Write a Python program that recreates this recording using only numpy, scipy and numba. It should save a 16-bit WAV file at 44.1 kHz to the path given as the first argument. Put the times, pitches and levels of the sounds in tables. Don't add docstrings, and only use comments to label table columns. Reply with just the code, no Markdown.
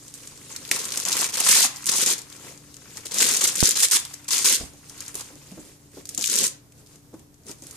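import sys
import numpy as np
from scipy import signal
from scipy.fft import rfft, irfft
from scipy.io import wavfile
from scipy.ndimage import uniform_filter1d
from numba import njit

SR = 44100
rng = np.random.default_rng(int(sys.argv[2]) if len(sys.argv) > 2 else 0)


def voltage_ratio(level):
    return 10 ** (np.asarray(level, float) / 20)


def inscribe(sig):
    pcm = np.round(np.clip(np.atleast_2d(sig).T, -1, 1) * 32767)
    wavfile.write(sys.argv[1], SR, pcm.astype(np.int16))


N = 342216

# [start t/s, length t/s, level/dB, change over the pull level/dB]
RIPS = [(0.715, 0.2, -29, -11.5), (0.906, 0.13, -35.5, 0.5), (1.054, 0.21, -30.5, 4),
        (1.287, 0.016, -36.5, 8), (1.327, 0.032, -35, 9.5), (1.37, 0.03, -22, -7.5),
        (1.4, 0.016, -17, -10.5), (1.408, 0.068, -30.5, 13), (1.482, 0.18, -14.5, -5),
        (1.865, 0.015, -25.5, -5.5), (1.88, 0.016, -29.5, 13.5), (1.908, 0.13, -27.5, 6.5),
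        (2.027, 0.031, -36, 5.5), (2.062, 0.075, -21, -2), (3.051, 0.054, -30.5, -24.5),
        (3.108, 0.017, -35.5, 6), (3.132, 0.062, -32, 7.5), (3.197, 0.031, -20, 5),
        (3.227, 0.17, -19.5, -9), (3.408, 0.012, -16, -6), (3.423, 0.033, -22, 3), (3.469, 0.1, -18, -32.5),
        (3.531, 0.063, -36.5, 9.5), (3.595, 0.023, -27.5, 7), (3.633, 0.11, -17, -17),
        (3.753, 0.043, -27, 4), (3.796, 0.0305, -24.5, 2), (3.822, 0.031, -17.5, 2),
        (3.909, 0.061, -20, 2.5), (4.28, 0.022, -25.5, -11), (4.304, .13, -21.5, -6),
        (4.443, 0.12, -15.5, -7), (5.138, 0.077, -53, 14.5), (6.175, 0.084, -37, -7),
        (6.207, 0.074, -32, -14), (6.285, 0.176, -28, 6.5)]
GRIP_S, LET_GO_DB_PER_S = 0.008, 1795
# [middle t/s, half length t/s, level/dB]
RUSTLES = [(0.03, 0.11, -48.5), (0.234, 0.091, -45), (.38, 0.21, -51.5), (0.522, 0.02, -39.5),
           (0.723, 0.24, -41.5), (1.766, 0.26, -42), (2.19, 0.044, -45), (2.358, 0.08, -46.5),
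           (2.477, 0.053, -42), (2.693, 0.17, -52.5), (2.963, 0.12, -46.5), (2.975, 0.016, -40),
           (4.03, 0.096, -42), (4.141, 0.0026, -27.5), (4.193, 0.51, -51), (4.913, 0.12, -51),
           (5.042, 0.1, -44), (5.238, 0.066, -45.5), (5.473, 0.17, -50.5), (5.876, 0.12, -60.5),
           (5.652, 0.072, -49.5), (5.98, 0.035, -47), (6.148, 0.049, -44.5), (6.793, 0.019, -55.5),
           (6.933, 0.046, -54), (7.144, 0.0092, -54), (7.196, 0.02, -60.5), (4.583, 0.058, -36),
           (7.499, 0.024, -40.5), (7.59, 0.018, -65), (7.73, 0.091, -46)]
# [t/s, slackness level/dB, contact with the box level/dB, left-right level/dB]
SHEET = [(0, -14, -10, 6), (.7, -9, -9.5, 8), (1.2, -2.5, -12, 7.5), (1.57, -5, -19.5, 6.5),
         (2.0, -6.5, -15, 8.5), (2.6, -9, -3, 10), (3.25, -6.5, -13, 8.5), (3.45, -8.5, -14, 6.5),
         (3.7, -11, -13, 9.5), (3.85, -9.5, -20.5, 5), (4.35, -7, -18.5, 10), (4.55, -13, -16.5, 4.5),
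         (5.1, -8, -12.5, 7.5), (6.0, -12, 0.5, 5), (6.26, -14, -15, 12), (6.42, -13.5, -10, 5.5),
         (7.4, -12, 0.5, 11.5), (7.76, -13, -11, 4)]

# [f/Hz, level/dB per Hz]
FIBRE = [(880, -57.5), (1500, -10.5), (1620, -11), (3030, -9.5), (5090, -4), (5560, -3.5), (6630, 0),
         (7910, -1.5), (13900, -13), (14900, -31), (15500, -51)]
# [f/Hz, level/dB per Hz]
FLEX = [(300, -24), (600, -3), (1000, 4), (1500, 3), (2500, 5.5), (4500, -5.5)]
# [f/Hz, level/dB per Hz]
DRUM = [(90, -23), (190, 3), (300, -10), (440, -4), (600, -9), (1000, -18.5)]
SLIDE_DB, CRINKLE_DB = 1.5, -8
FLEX_PER_DB, DRUM_PER_DB, EFFORT_DB = -0.42, -0.2041, -31
STILL_DB = -51
RUN_DB, RUN_SHARE = -25.5, 0.44
SLACK_HZ, SLACK_SHARE, SLACK_DB = 4000, 0.13, -9
PATCHY_DB = 2.5

# [t/s, peak level/dB, centre f/Hz]
POPS = [(0.139, -20, 8140), (0.2732, -21, 6470), (0.5616, -12, 5160), (0.7135, 1, 2100),
        (0.748, -20, 6700), (0.7761, -26, 6910), (0.7956, -29, 6190), (0.84, -22, 4750),
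        (0.8525, -10, 8000), (0.904, -18, 5980), (0.9203, -7.5, 4230), (0.9193, -23, 5660),
        (0.9729, -2.5, 6600), (1.051, -6, 6360), (1.059, -12, 6260), (1.0848, -4, 6610),
        (1.118, -6.5, 4230), (1.124, -16, 5560), (1.176, -13, 6770), (1.189, -14.5, 5070),
        (1.209, -3.5, 5400), (1.242, -3.5, 6290), (1.287, -25, 6330), (1.2955, -30, 6340),
        (1.3385, -27, 8900), (1.341, -11, 4760), (1.37, -6.5, 8180), (1.402, -2.5, 8700),
        (1.438, -25.5, 6400), (1.4567, -11, 5910),
        (1.7597, -19, 6100), (1.8415, -20, 6620), (1.866, -6, 8200), (1.8935, -1, 6890),
               (2.0605, -0.5, 6380), (2.1807, -17, 7260), (2.2167, -21.5, 6520), (2.3, -28, 6870),
               (2.3254, -24.5, 3650), (2.5748, -28.5, 6410), (2.7415, -25.5, 3900), (2.7659, -25, 6530),
               (2.9704, -17, 5860), (3.0557, -21, 6600), (3.1166, -28, 6630), (3.1435, -25, 6640),
               (3.184, -26, 6660), (3.184, -2, 6680), (3.4089, -9, 8000), (3.4324, -28.5, 7090),
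               (3.4753, -4, 7000), (3.5541, -6, 7200), (3.604, 1, 5090), (3.6324, 0, 6500),
               (3.6893, -22, 8060),
        (3.6894, 3, 8000), (3.755, -10, 5920), (3.767, -16, 8910), (3.802, -0.5, 8000),
              (3.831, 1, 6340), (3.9116, -3, 6500), (4.0505, -15, 4020), (4.102, -32, 3740),
              (4.1425, -29.5, 6640), (4.2433, -27.5, 6060), (4.2835, -20, 5200), (4.306, -9, 4830),
              (4.388, -7, 6550), (4.447, -21, 6300), (4.8968, -33, 2770), (4.8956, -21.5, 5170),
              (4.9806, -27, 6580), (5.0046, -13.5, 6660), (5.0518, -33, 6690), (5.0622, -24.5, 4800),
              (5.0795, -16, 6540), (5.15, -31, 9650), (5.1524, -10.5, 10800), (5.174, -23, 10300),
              (5.1944, -25, 6750), (5.952, -47, 6050),
        (6.0536, -19, 6500), (6.093, -20, 7800), (6.146, -39, 8650), (6.147, -14, 8650),
             (6.1761, -5, 7100), (6.2104, -12, 6630), (6.2198, -19, 7310), (6.239, -16, 6940),
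             (6.2584, -5, 6730), (6.2734, -4.5, 7450), (6.298, -5, 6750), (6.314, -12, 6800),
             (6.339, -6.5, 6690), (6.362, -6, 7610), (6.3865, -1, 7330), (6.7208, -34.5, 2070),
             (6.8618, -36.5, 4430), (6.957, -33, 7100), (7.1387, -42, 8300), (7.4345, -45, 6350),
             (7.467, -39, 6200), (7.466, -30, 6300), (7.483, -24, 6320), (7.5131, -21.5, 6300),
             (7.6211, -24.5, 6940), (7.667, -23, 9050), (7.709, -21.5, 7000)]
# [t/s, peak level/dB, centre f/Hz]
TICKS = [(0.0763, -32, 7100), (0.08, -24.5, 6300), (0.1472, -27, 8400), (0.1538, -28, 7800),
         (0.1759, -30, 7600), (0.2329, -29, 5900), (0.375, -28.5, 4380), (0.4276, -34, 6900),
         (0.4472, -35, 6000), (0.4996, -28, 7100), (0.6504, -23, 2980), (0.6763, -21, 8300),
         (0.69, -20, 4300), (0.767, -28, 8700), (0.776, -25, 5800), (0.915, -27, 7200),
         (0.999, -9, 5900), (1.0347, -17, 6300), (1.1272, -2.5, 4100), (1.1764, -23, 6600),
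         (1.19, -10, 8200), (1.2003, -6, 7900), (1.215, -6, 9000), (1.2746, -16, 6500),
         (1.288, -16, 6500), (1.2973, -22, 6400), (1.3228, -20, 5500), (1.3471, -23, 5200),
         (1.377, -16, 8500), (1.7675, -18.5, 5100), (1.8235, -22, 4900), (1.857, -10, 9200),
         (1.9163, -4, 7100), (2.1887, -17, 6900), (2.3224, -33, 6300), (2.3635, -26, 5900),
         (2.3972, -34, 7400), (2.9024, -30, 9500), (2.977, -25, 6300), (3.0068, -28, 6300),
         (3.0558, -20, 6600), (3.1102, -27, 3720), (3.2921, -7, 6300), (3.337, -6, 7500),
         (3.3658, -4, 7640), (3.3695, -4, 6300), (3.394, -14, 7800), (3.4392, 1.5, 7100),
         (3.5187, -13, 6200), (3.5432, -16, 7500),
         (3.559, -10, 9200), (3.5687, -11, 6500), (3.6713, 3.5, 6200), (3.7081, -0.5, 6450),
              (3.7148, -6, 5200), (3.771, -4.5, 4570), (3.7876, -9, 8700), (3.814, -9.5, 5900),
              (3.8517, -11, 6700), (3.8835, -9, 5900), (3.9004, -14, 8400), (3.9619, -3, 6900),
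              (3.9894, -15, 7100), (3.999, -13, 9400), (4.102, -44, 6100), (4.2871, -14, 7200),
              (4.2915, -27, 5800), (4.307, -23, 6800), (4.3311, -2.5, 4900), (4.3805, -4.5, 6800),
              (4.7345, -34, 5870), (4.8869, -32, 7500), (4.9199, -35, 8200), (4.9772, -29, 7000),
              (5.022, -24, 6630), (5.0996, -33, 7000), (5.1427, -19, 10900), (5.166, -22, 9600),
              (5.1713, -26, 10300), (5.1964, -25, 9600), (5.3546, -32, 6800), (5.515, -30, 6500),
              (5.9164, -38, 6800), (6.0699, -29, 6900), (6.0739, -34, 10200), (6.09, -15, 7200),
              (6.1605, -37, 7300), (6.221, -12, 6500), (6.2247, -11, 4000), (6.3008, -21, 6700),
              (6.355, -2.5, 6600), (6.4774, -8, 7300), (6.7155, -49, 6250), (6.87, -34.5, 4000),
              (7.0645, -61, 5500), (7.1936, -36, 1820), (7.3419, -39.5, 7500), (7.3809, -48, 6860),
              (7.5814, -42, 8000), (7.5851, -39, 6700), (7.6366, -27, 6200),
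         (0.7114, -5, 7500), (3.1182, -14, 4970), (4.4447, -8, 5500), (0.5624, -31, 8000),
              (0.762, -13, 2940), (1.167, -5, 1900), (1.4045, -8, 8500), (1.4695, -14.5, 9000),
              (0.819, -27, 6000), (1.338, -12, 5500), (1.486, -4, 8500), (1.547, -2, 5300),
              (1.872, -8, 8100), (1.982, -5.5, 8000), (3.1425, -8.5, 8000), (5.185, -29, 10500),
              (5.208, -18.5, 4200), (6.192, -14, 7000), (6.2407, -4.5, 2880), (6.2505, -11, 7000),
              (6.466, -4, 9000),
         (1.4895, -3, 8000), (1.5005, -9, 8500), (1.513, 4.5, 6500), (1.6444, -3.5, 7800),
              (1.9652, -5, 8200), (2.0201, -12, 9200), (2.0362, -22, 4950), (3.0691, -40, 6600),
              (3.2535, -10, 3900), (3.2875, -10.5, 6800), (3.311, -2, 6800), (3.3457, -7, 7000),
              (3.412, -6, 6700), (3.6548, 4, 6200), (3.7216, -9, 5900), (3.796, -9.5, 8200),
              (3.837, -6, 9000), (3.9166, -0.5, 9800), (3.9335, -3, 6200), (4.0535, -31, 8100),
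              (4.3132, -15, 4800), (4.458, -4, 6500), (4.5464, -5.5, 6500), (6.2257, -15, 7200),
              (6.2375, -15, 6600), (6.27, -8, 6500), (6.3741, -8, 4600), (6.4396, -5, 7700)]
POP_DB, SHIVER_DB = -1.5, -21

# [t/s, peak level/dB, pitch f/Hz, t60 t/s]
KNOCKS = [(0.71, -30, 326, 0.025), (4.603, -28.5, 70.5, 0.029), (4.63, -36, 63.6, 0.072),
          (4.734, -41.5, 151, 0.023), (5.149, -33.5, 414, 0.04), (5.302, -45, 504, 0.041),
          (5.326, -46, 300, 0.12), (5.355, -42, 400, 0.026), (5.515, -38.5, 190, 0.093),
          (5.572, -35.5, 312, 0.06), (5.584, -38, 298, 0.066), (5.968, -34, 285, 0.047),
          (6.18, -29.5, 285, 0.017), (7.129, -41, 288, 0.042), (7.138, -35, 307, 0.058),
          (7.2, -51, 398, 0.05), (7.491, -34, 274, 0.036), (7.62, -41, 265, 0.051)]
# [t/s, peak level/dB, cavity f/Hz, damping as decay rate over angular frequency]
BUMP = (3.6284, 6.9, 62, 1.3)
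# [f/Hz, left-right level/dB]
PORTS = [(100, 3), (400, -2), (1500, -2.5), (3300, 0), (5500, 2.5), (7200, 3), (9000, -10.5), (14000, -4.5)]
# [f/Hz, left lead/radians]
LEAD = [(0, 0), (1810, 1), (4820, -0.63), (5340, 1.52), (8100, 0.0), (9910, 5), (15200, 0.5)]
# [f/Hz, likeness -1 to 1]
SAME = [(60, 1), (240, 0.57), (950, 0.96), (3770, 0.18), (15000, 0.19)]

# [f/Hz, t60 t/s]
ROOM = [(150, 0.33), (1000, 0.43), (4000, 0.29), (12000, 0.18)]
# [f/Hz, level/dB per Hz]
AIR = [(15, -16), (25, -17), (43, -11), (140, -10), (199, -10.5), (297, -12.5), (340, -15.5), (1340, -27.5),
       (2930, -32.5), (6390, -27.5), (13900, -30.5), (15500, -72)]
AIR_DB = -55.5
# [f/Hz, likeness -1 to 1]
AIR_SAME = [(60, 0.7), (240, 0.86), (950, 0.13), (3770, 0.055), (15000, 0.019)]
# [f/Hz, rms level/dB]
HUM = [(86.1, -65.5), (118.4, -62.5), (145.3, -61.5), (236.9, -91.5), (290.7, -61), (425.3, -74)]


def tearing():
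    s, *columns = np.transpose(SHEET)
    slack_db, drum_db, _ = (np.interp(np.arange(N) / SR, s, c) for c in columns)
    torn, loose = pull(), shifting()
    effort = np.sqrt(torn ** 2 + loose ** 2 + 1e-9)
    over = effort / voltage_ratio(EFFORT_DB)

    fibres = swarm(1500, 3.0, 0.5, 0.0004, 3000, 13000, FIBRE)
    flex = patchy(swarm(550, 1.7, 0.8, 0.0026, 595, 3320, FLEX))
    drum = swarm(300, 0.84, 0.49, 0.0068, 260, 515, DRUM).mean(0)
    slide = patchy(colour(pair(*rng.standard_normal((2, N)), SAME), lambda f: read(FIBRE, f)))

    low = voltage_ratio(slack_db) * over ** FLEX_PER_DB * flex
    low = low + voltage_ratio(drum_db) * over ** DRUM_PER_DB * drum
    run = RUN_SHARE * torn ** 2 / (torn ** 2 + voltage_ratio(RUN_DB) ** 2)
    high = (torn * np.sqrt(1 - run) + voltage_ratio(CRINKLE_DB) * loose) * fibres
    high = high + (torn * np.sqrt(2 * run) + voltage_ratio(SLIDE_DB - 3.5) * loose) * slide
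    high = high + creases()
    dull = signal.lfilter(*signal.butter(2, SLACK_HZ, fs=SR), high)
    high = high + (voltage_ratio(SLACK_SHARE * (slack_db - SLACK_DB)) - 1) * dull
    return voltage_ratio(-1.5) * (high + effort ** 2 / (effort + voltage_ratio(STILL_DB)) * low)


def pull():
    age, power = np.arange(SR // 2) / SR, np.zeros(N)
    for s, length, db, change_db in RIPS:
        shape_db = change_db * np.minimum(age / length, 1)
        shape_db = shape_db - LET_GO_DB_PER_S * np.maximum(age - length, 0)
        add(power, s, np.minimum(age / GRIP_S, 1) * voltage_ratio(db + shape_db) ** 2)
    return np.sqrt(power)


def shifting():
    t = np.arange(N) / SR
    return np.sqrt(sum(voltage_ratio(db) ** 2 * np.exp(-((t - s) / half) ** 2) for s, half, db in RUSTLES))


def creases():
    def body(f):
        return 0.78 * read(FIBRE, np.maximum(f, 1600)) - 12.0 * np.log2(1 + 900 / (f + 1))

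    out = np.zeros((2, N))
    pops = POPS
    ticks = TICKS
    for s, db, hz in pops + ticks:
        pop = snap(hz, 0.00028, 6 - 0.6 * body(hz), body, 3.5, size=1024)
        pop = pop / abs(pop.mean(0)).max()
        shiver = snap(hz, 0.004, 3 - 0.4 * body(hz), body, 0, size=1024)
        add(out, s + 0.001, voltage_ratio(db + POP_DB) * (pop + voltage_ratio(SHIVER_DB) * shiver))
    return out


def swarm(per_s, spread_db, clump, decay_s, low_hz, high_hz, body, count=60):
    rate = per_s * np.exp(clump * drift(0.004))
    chance, big, which = rng.random((N, 3)).T
    at = np.flatnonzero(chance < rate / SR)
    size = voltage_ratio(spread_db * np.minimum(-np.log(big[at] + 1e-9), 4))
    patch = (which[at] * count).astype(int)
    centres = np.geomspace(low_hz, high_hz, count)
    shapes = np.array([snap(hz, decay_s, 12.2, lambda f: read(body, f), 0.43) for hz in centres])
    out = scatter(at, size, patch, shapes, N)
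    return out / np.sqrt(abs(uniform_filter1d(out.mean(0) ** 2, 3000)) + 1e-3)


def snap(hz, decay_s, bump_db, body, crack, size=512):
    t = np.arange(size) / SR
    a, b = rng.standard_normal((2, size)) * np.exp(-t / decay_s)
    burst = pair(a, b, SAME)
    burst[:, :3] += crack * rng.standard_normal(3)
    return evened(colour(burst, lambda f: body(f) + bump_db * np.exp(-(np.log2((f + 1) / hz) / 0.62) ** 2)))


@njit
def scatter(at, size, patch, shapes, length):
    out = np.zeros((2, length + shapes.shape[2]))
    for i in range(len(at)):
        out[:, at[i]:at[i] + shapes.shape[2]] += size[i] * shapes[patch[i]]
    return out[:, :length]


def patchy(x):
    hz, t, z = signal.stft(x, SR, nperseg=256)
    field = rng.standard_normal((len(t), len(hz)))
    field = uniform_filter1d(field, size=7, axis=0)
    field = evened(uniform_filter1d(field, size=9, axis=1)).T
    return evened(signal.istft(z * voltage_ratio(PATCHY_DB * field), SR, nperseg=256)[1][:, :N])


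def box():
    def dull_db(f):
        return -9.0 * np.log2((1 + (f / 560) ** 2) * (1 + (110 / (f + 5)) ** 2))

    out, t = np.zeros(N), np.arange(SR // 5) / SR
    for s, db, hz, t60 in KNOCKS:
        ring = voltage_ratio(-60 * t / t60) * np.sin(2 * np.pi * hz * t)
        thud = evened(colour(rng.standard_normal(len(t)), dull_db)) * voltage_ratio(-60 * t / 0.066)
        onset = 1 - np.exp(-t / 0.0081)
        add(out, s, voltage_ratio(db + 10.0) * (ring + 0.5 * thud) * onset)
    return out


def handling():
    out, t = np.zeros((2, N)), np.arange(SR // 10) / SR
    s, db, hz, damping = BUMP
    step = np.exp(-2 * np.pi * hz * damping * t) * np.cos(2 * np.pi * hz * t + 0.85)
    add(out[1], s, voltage_ratio(db) * step)
    gust = evened(colour(rng.standard_normal(len(t)), lambda f: -12.0 * np.log2(1 + f / 60), size=4096))
    gust = gust * voltage_ratio(-60 * t / 0.19) * signal.windows.tukey(len(t), 0.3)
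    add(out[1], 4.603, voltage_ratio(-39) * gust)
    return out


def room(x):
    taps = np.zeros((2, SR // 2))
    at = np.arange(160, SR // 2 - 20, 20)
    at = at + rng.integers(0, 20, (2, len(at)))
    np.put_along_axis(taps, at, rng.choice([-1., 1.], at.shape), 1)
    hz, t, z = signal.stft(taps, SR, nperseg=256)
    tail = signal.istft(z * voltage_ratio(-60 * t / read(ROOM, hz)[:, None]), SR, nperseg=256)[1]
    return signal.fftconvolve(x, tail / np.linalg.norm(tail[0]), axes=1)[:, :N]


def room_tone():
    noise = pair(*rng.standard_normal((2, N)), AIR_SAME)
    hiss = evened(colour(noise, lambda f: read(AIR, f), size=4096))
    t, hum = np.arange(N) / SR, np.zeros(N)
    for hz, db in HUM:
        level = np.sqrt(2) * voltage_ratio(db + 2.47 * drift(0.064))
        hum += level * np.sin(2 * np.pi * hz * t + 0.73 * drift(0.14))
    sway_db = 1.2 * drift(0.05)
    return voltage_ratio(AIR_DB + sway_db) * hiss + hum * voltage_ratio(np.array([[1.2], [-1.2]]))


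def evened(x):
    return x / np.sqrt(np.mean(x ** 2) + 1e-20)


def read(points, hz):
    f, value = np.transpose(points)
    return np.interp(np.log(hz + 1), np.log(f + 1), value)


def add(mix, s, sound):
    part = mix[..., round(s * SR):][..., :sound.shape[-1]]
    part += sound[..., :part.shape[-1]]


def colour(x, gain_db, size=1024):
    hz = abs(np.fft.fftfreq(size, 1 / SR))
    log_gain = np.log(voltage_ratio(np.maximum(gain_db(hz), -100)))
    taps = np.fft.ifft(np.exp(np.conj(signal.hilbert(log_gain)))).real
    taps = taps.reshape((1,) * (x.ndim - 1) + (-1,))
    return signal.oaconvolve(x, taps, axes=-1)[..., :x.shape[-1]]


def pair(a, b, likeness):
    same = np.clip(read(likeness, np.fft.rfftfreq(len(a), 1 / SR)), -1, 1)
    other = same * rfft(a) + np.sqrt(1 - same ** 2) * rfft(b)
    return np.array([a, irfft(other, len(a))])


def drift(smooth_s, step=32):
    wide = max(round(smooth_s * SR / step), 1)
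    coarse = uniform_filter1d(rng.standard_normal(N // step + 2), wide)
    coarse = evened(uniform_filter1d(coarse, wide))
    return np.interp(np.arange(N) / step, np.arange(len(coarse)), coarse)


def scene():
    s, *_, pan_db = np.transpose(SHEET)
    pan_db = np.interp(np.arange(N) / SR, s, pan_db) - 4.5
    paper = tearing() * voltage_ratio(np.array([[0.4], [-0.4]]) * pan_db)
    left = colour(paper[0], lambda f: 0.5 * read(PORTS, f))
    right = colour(paper[1], lambda f: -0.5 * read(PORTS, f))
    lead = read(LEAD, np.fft.rfftfreq(N, 1 / SR))
    turn = np.exp(0.5j * np.array([[1], [-1]]) * lead)
    near = irfft(rfft(np.array([left, right])) * turn, N) + box()
    return near + voltage_ratio(-10) * room(near) + room_tone() + handling()


def starve(x, under_db, bass_under_db, top_hz, edge_hz):
    hz, t, z = signal.stft(x, SR, nperseg=2048, noverlap=1536)
    power = uniform_filter1d((abs(z) ** 2).mean(0), size=3, axis=1)
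    bands = np.repeat(uniform_filter1d(power, size=4, axis=0)[2::4], 4, axis=0)
    whole = power.mean(0)
    kept = np.ones(power.shape)
    kept[:len(bands)] = (bands > whole * voltage_ratio(-2 * under_db))[:len(hz)]
    bass = hz < 170
    kept[bass] *= bands[:bass.sum()] > whole * voltage_ratio(-2 * bass_under_db)
    kept[hz > top_hz] = 1
    lean = signal.istft(z * np.maximum(kept, 0.01), SR, nperseg=2048, noverlap=1536)[1][:, :N]

    hz, t, z = signal.stft(lean, SR, nperseg=256, noverlap=192)
    whole = (abs(z) ** 2).mean((0, 1))
    attack = whole > voltage_ratio(10.5) * np.roll(uniform_filter1d(whole, size=8), 7)
    opened = np.interp(np.arange(N) / SR, t, uniform_filter1d(1. * attack, size=3))
    highpass = signal.firwin(511, edge_hz, pass_zero=False, fs=SR)
    top = signal.oaconvolve(lean, highpass[None], "same")
    return lean - (1 - opened) * top


def band_limit(x):
    return signal.sosfilt(signal.butter(12, 15670, fs=SR, output="sos"), x)


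def record(dry):
    ceiling = 0.9 * np.tanh(dry / 0.9)
    lean = starve(ceiling, under_db=11.5, bass_under_db=12, top_hz=1500, edge_hz=14650)
    return band_limit(lean)


dry = scene()
out = record(dry)
inscribe(out)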